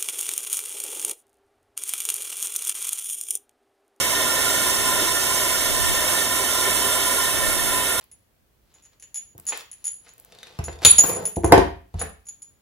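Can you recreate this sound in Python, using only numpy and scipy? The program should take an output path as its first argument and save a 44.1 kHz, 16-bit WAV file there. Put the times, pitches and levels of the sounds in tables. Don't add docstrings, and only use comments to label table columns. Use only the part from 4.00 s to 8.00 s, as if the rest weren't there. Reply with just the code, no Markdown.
import sys
import numpy as np
from scipy import signal
from scipy.fft import rfft, irfft
from scipy.io import wavfile
from scipy.ndimage import uniform_filter1d

SR = 44100
rng = np.random.default_rng(int(sys.argv[2]) if len(sys.argv) > 2 else 0)


def to_wav(sig):
    pcm = np.clip(np.atleast_2d(sig), -1, 1) * 32767
    pcm = np.round(pcm).astype(np.int16)
    wavfile.write(sys.argv[1], SR, pcm.T)


N = 176400
TOP_HZ = 15540


def amp(db):
    return 10 ** (np.asarray(db) / 20)


def level(x, db):
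    return x * amp(db) / np.sqrt(np.mean(x ** 2))


def freqs():
    return np.maximum(np.arange(N // 2 + 1) * SR / N, 1)


def across(table):
    hz, value = np.array(table, float).T
    return np.interp(np.log(freqs()), np.log(hz), value)


def along(table, column=1):
    rows = np.array(table, float)
    return np.interp(np.arange(N) / SR, rows[:, 0], rows[:, column])


def noise(gain):
    return irfft(rfft(rng.standard_normal((2, N))) * gain, N) * np.sqrt(SR / 2)


def walk(per_s):
    hold = int(SR / per_s)
    steps = rng.standard_normal(size=1000)[np.arange(N) // hold]
    smooth = uniform_filter1d(uniform_filter1d(steps, hold), hold)
    return smooth / smooth.std()


def swell(band):
    # time_s, middle_db, treble_db, top_db
    band_levels = [(0.03, -27.5, -24.5, -26.5), (0.04, -27, -26.5, -26.5), (0.49, -26.5, -26, -25),
                   (0.78, -27.5, -26.5, -25.5), (0.98, -26.5, -26.5, -25), (1.02, -24.5, -24.5, -24.5),
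                   (1.09, -28, -26, -25), (1.96, -27.5, -26, -25), (2.09, -25.5, -26.5, -25),
                   (2.2, -26.5, -25.5, -24), (2.29, -30.5, -27.5, -27.5), (2.32, -28, -28, -25),
                   (2.62, -27, -26, -25), (2.68, -24.5, -27.5, -24), (2.74, -27, -26.5, -24),
                   (3.72, -27.5, -28.5, -25.5), (3.97, -28, -30.5, -26.5)]
    db = along(band_levels, column={"middle": 1, "treble": 2, "top": 3}[band])
    return amp(db - db.mean())


def resonance(hz, width_hz):
    f = freqs()
    detune = (f / hz - hz / f) * hz / width_hz
    return noise(1 / (1 + 0.37 * detune ** 2))


def pipe():
    # pitch_hz, width_hz, level_db
    modes = [(400, 36, -45.8), (622, 26, -42), (1017, 34, -33.3), (1404, 32, -35.6), (1810, 42, -34.6),
             (2205, 80, -36.3), (2612, 45, -41.5), (3070, 120, -36.8), (3260, 80, -42.3), (3468, 40, -42),
             (3560, 62, -39.7), (3853, 52, -40.3)]
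    surge_db = 1.5
    rings = sum(level(resonance(hz, width) * amp(surge_db * walk(16)), db) for hz, width, db in modes)
    return rings * swell("middle")


def valve():
    # freq_hz, density_db
    hiss_spectrum = [(700, -76), (1250, -72), (2000, -66.5), (2500, -72), (2900, -61), (3150, -67),
                     (3750, -65.5), (4050, -74), (4250, -66.5), (4500, -69), (4950, -67.5), (5350, -64.5),
                     (5750, -68), (6400, -67), (6780, -69.5), (7500, -66), (8300, -67.5), (8750, -68.5),
                     (10000, -63), (11500, -71), (12100, -72.5), (13200, -71), (15600, -71.5)]
    # pitch_hz, width_hz, level_db
    whistles = [(5490, 95, -35.8), (5900, 120, -38), (6315, 95, -38.3), (6890, 70, -43), (7230, 160, -39),
                (7590, 105, -36.5), (8020, 100, -35.7), (8540, 110, -39.5), (8735, 125, -33.5),
                (9100, 220, -34.8), (9530, 140, -36), (10490, 100, -40), (10820, 120, -39.3),
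                (11300, 160, -39.5), (12050, 115, -37.7), (12540, 120, -42.7), (12850, 130, -43),
                (13820, 200, -41.3)]
    crossover_hz, flicker_db = 8000, 1.1
    colour = amp(across(hiss_spectrum))
    top_share = 1 / (1 + (crossover_hz / freqs()) ** 12)
    treble_gain, top_gain = swell("treble"), swell("top")
    hiss = noise(colour * np.sqrt(1 - top_share)) * treble_gain
    hiss += noise(colour * np.sqrt(top_share)) * top_gain
    for hz, width, db in whistles:
        band = resonance(hz, width) * amp(flicker_db * walk(per_s=30))
        hiss += level(band, db) * (treble_gain if hz < crossover_hz else top_gain)
    flutter_db = 0.45 * walk(per_s=80) + 0.3 * walk(per_s=22.06)
    return hiss * amp(flutter_db)


def sizzle():
    # time_s, pitch_hz, level_db
    course = [(0, 9760, -37), (2.3, 9940, -40), (3.2, 10140, -34.5), (4.0, 10120, -32)]
    centre_hz = 10000
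    drift_cycles = np.cumsum(along(course, column=1) - centre_hz) / SR
    band = signal.hilbert(resonance(centre_hz, width_hz=140))
    shifted = (band * np.exp(2j * np.pi * drift_cycles)).real
    return level(shifted, 0) * amp(along(course, column=2))


def bubbles(per_s, centre_hz, spread_octaves, q, rise, scatter_db):
    out = np.zeros((2, N))
    for when, up, down, size, side in rng.random((int(per_s * N / SR), 5)):
        hz = min(centre_hz * 2 ** (spread_octaves * (up - down)), TOP_HZ)
        start = int(when * N)
        length = min(int(2 * q * SR / hz), N - start)
        age = np.arange(length) * hz / SR / q
        ring = np.exp(-np.pi * age) * np.sin(2 * np.pi * q * age * (1 + rise * age / 2))
        gain = amp(scatter_db * min(-np.log(1 - size), 3.5))
        out[:, start:start + length] += np.outer([1, 4 * side - 2], ring) * gain
    return out


def water():
    # freq_hz, density_db
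    churn = [(40, -96), (78, -64.5), (98, -69.5), (160, -68.5), (205, -68.5), (250, -63.5), (330, -62),
             (400, -59), (440, -68), (520, -59), (640, -61.5), (730, -67.5), (820, -64.5), (1500, -67),
             (4000, -78.5)]
    wash = noise(amp(across(churn))) * amp(0.3 * walk(per_s=18))
    bubbling = bubbles(per_s=110, centre_hz=426.5, spread_octaves=1.064, q=12, rise=0.11, scatter_db=1)
    spray = bubbles(per_s=960, centre_hz=8200, spread_octaves=1.16, q=2.5, rise=0, scatter_db=6)
    return (wash + level(bubbling, db=-44.5)) * swell("middle") + level(spray, db=-44)


def pump():
    orders = [1, 4, 8, 12, 36, 48, 74, 90]
    # level_db, left_minus_right_db
    tones = [(-49.8, 2), (-61, 0), (-54, -2), (-44.2, 10), (-48.5, 0), (-52.5, 3), (-52.5, -5), (-52.5, -2)]
    shaft_hz, mains_hz, speed_waver, flutter_db = 57.83, 120, 0.00055, 1.2
    turns = shaft_hz * np.cumsum(1 + speed_waver * walk(per_s=5)) / SR
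    out = level(np.sin(2 * np.pi * mains_hz * np.arange(N) / SR), db=-51.5)
    for order, (db, pan_db) in zip(orders, tones):
        tone = np.sin(2 * np.pi * (order * turns + rng.random()))
        tone *= amp(flutter_db * walk(per_s=5.61))
        out = out + level(tone, db) * amp(np.array([[pan_db], [-pan_db]]) / 2)
    return out


def gusts():
    # time_s, gain_db
    strength = [(0.0, -64), (0.03, -61), (1.04, -48), (1.19, -67), (1.89, -39), (2.18, -64), (3.0, -63),
                (3.03, -55), (3.16, -56), (3.45, -41), (3.66, -46), (3.79, -46), (3.84, -75), (4.0, -58)]
    # freq_hz, relative_db
    rumble = [(8, -4), (18, -1), (35, 2), (70, -6), (120, -9.5), (250, -12), (600, -46)]
    mid, side = level(noise(amp(across(rumble))), db=11) * amp(along(strength))
    return 0.17 * mid + np.array([side, -side])


def pulse(start_s, hz, db, peak_s):
    since = np.maximum(np.arange(N) / SR - start_s, 0)
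    envelope = since / peak_s * np.exp(1 - since / peak_s)
    return amp(db) * envelope * np.sin(2 * np.pi * hz * since)


def gurgles():
    # start_s, pitch_hz, peak_db
    pockets = [(1.012, 618, -26), (1.978, 616, -32.5), (2.845, 388, -27), (3.141, 642, -33)]
    return sum(pulse(start_s, hz, db, peak_s=0.0074) for start_s, hz, db in pockets)


def bump():
    return pulse(start_s=1.83, hz=68, db=-35, peak_s=0.009)


def stereo_spread(mid_side):
    # freq_hz, likeness_0_to_1
    likeness = [(100, .45), (250, .55), (450, .8), (1000, .96), (1450, .91), (1600, .6), (1830, .94),
                (2020, .35), (2200, .8), (2310, .55), (2400, .995), (2520, .99), (2660, .35), (2790, .35),
                (2840, .97), (2910, .95), (2970, .6), (3100, .72), (3350, .25), (3550, .9), (3690, .7),
                (3780, .99), (4080, .99), (4200, .5), (4450, .3), (4720, .75), (4800, .99), (4980, .98),
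                (5100, .55), (5400, .8), (6000, .5), (6450, .92), (6650, .65), (10000, .72), (15000, .45)]
    # freq_hz, left_lead_rad
    phase = [(100, 0), (600, .35), (1750, .2), (2080, .6), (2160, 2.1), (2400, 3.14), (2930, 3.14),
             (3000, 1.6), (3350, 2), (3410, .2), (4400, 0), (4530, -3.1), (5100, -3.15), (5450, -3.4),
             (6050, -6.1), (6750, -6.3), (6950, -7.4), (8000, -9.3), (8600, -10.3), (9300, -13.2),
             (10200, -13.8), (11000, -18), (12300, -18.8), (15500, -25.5)]
    # freq_hz, left_minus_right_db
    balance = [(150, 1), (400, 2.5), (560, 2.5), (1000, -.5), (2450, 0), (5000, 0), (5300, -1.5),
               (5520, -6.5), (5980, -10), (6150, -4), (6500, -1), (7500, -9), (8400, -9), (9000, -15.5),
               (9350, -9), (10400, -8), (10850, -14), (11250, -4), (12000, -11), (12500, -12), (13300, -12),
               (13800, -6.5), (14400, -8), (15000, -17)]
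    mid, side = rfft(mid_side)
    alike = across(likeness)
    mid *= np.sqrt((1 + alike) / 2)
    side *= np.sqrt((1 - alike) / 2)
    lean = amp(across(balance))
    left = (mid + side) * lean * np.exp(1j * across(phase))
    right = mid - side
    return irfft(np.array([left, right]) * np.sqrt(2 / (1 + lean ** 2)), N)


def scene():
    air_and_water = stereo_spread(pipe() + valve() + sizzle() + water())
    return air_and_water + pump() + gusts() + gurgles() + bump()


def record(dry):
    return signal.sosfilt(signal.ellip(12, .1, 80, TOP_HZ, fs=SR, output="sos"), dry)


dry = scene()
out = record(dry)
to_wav(out)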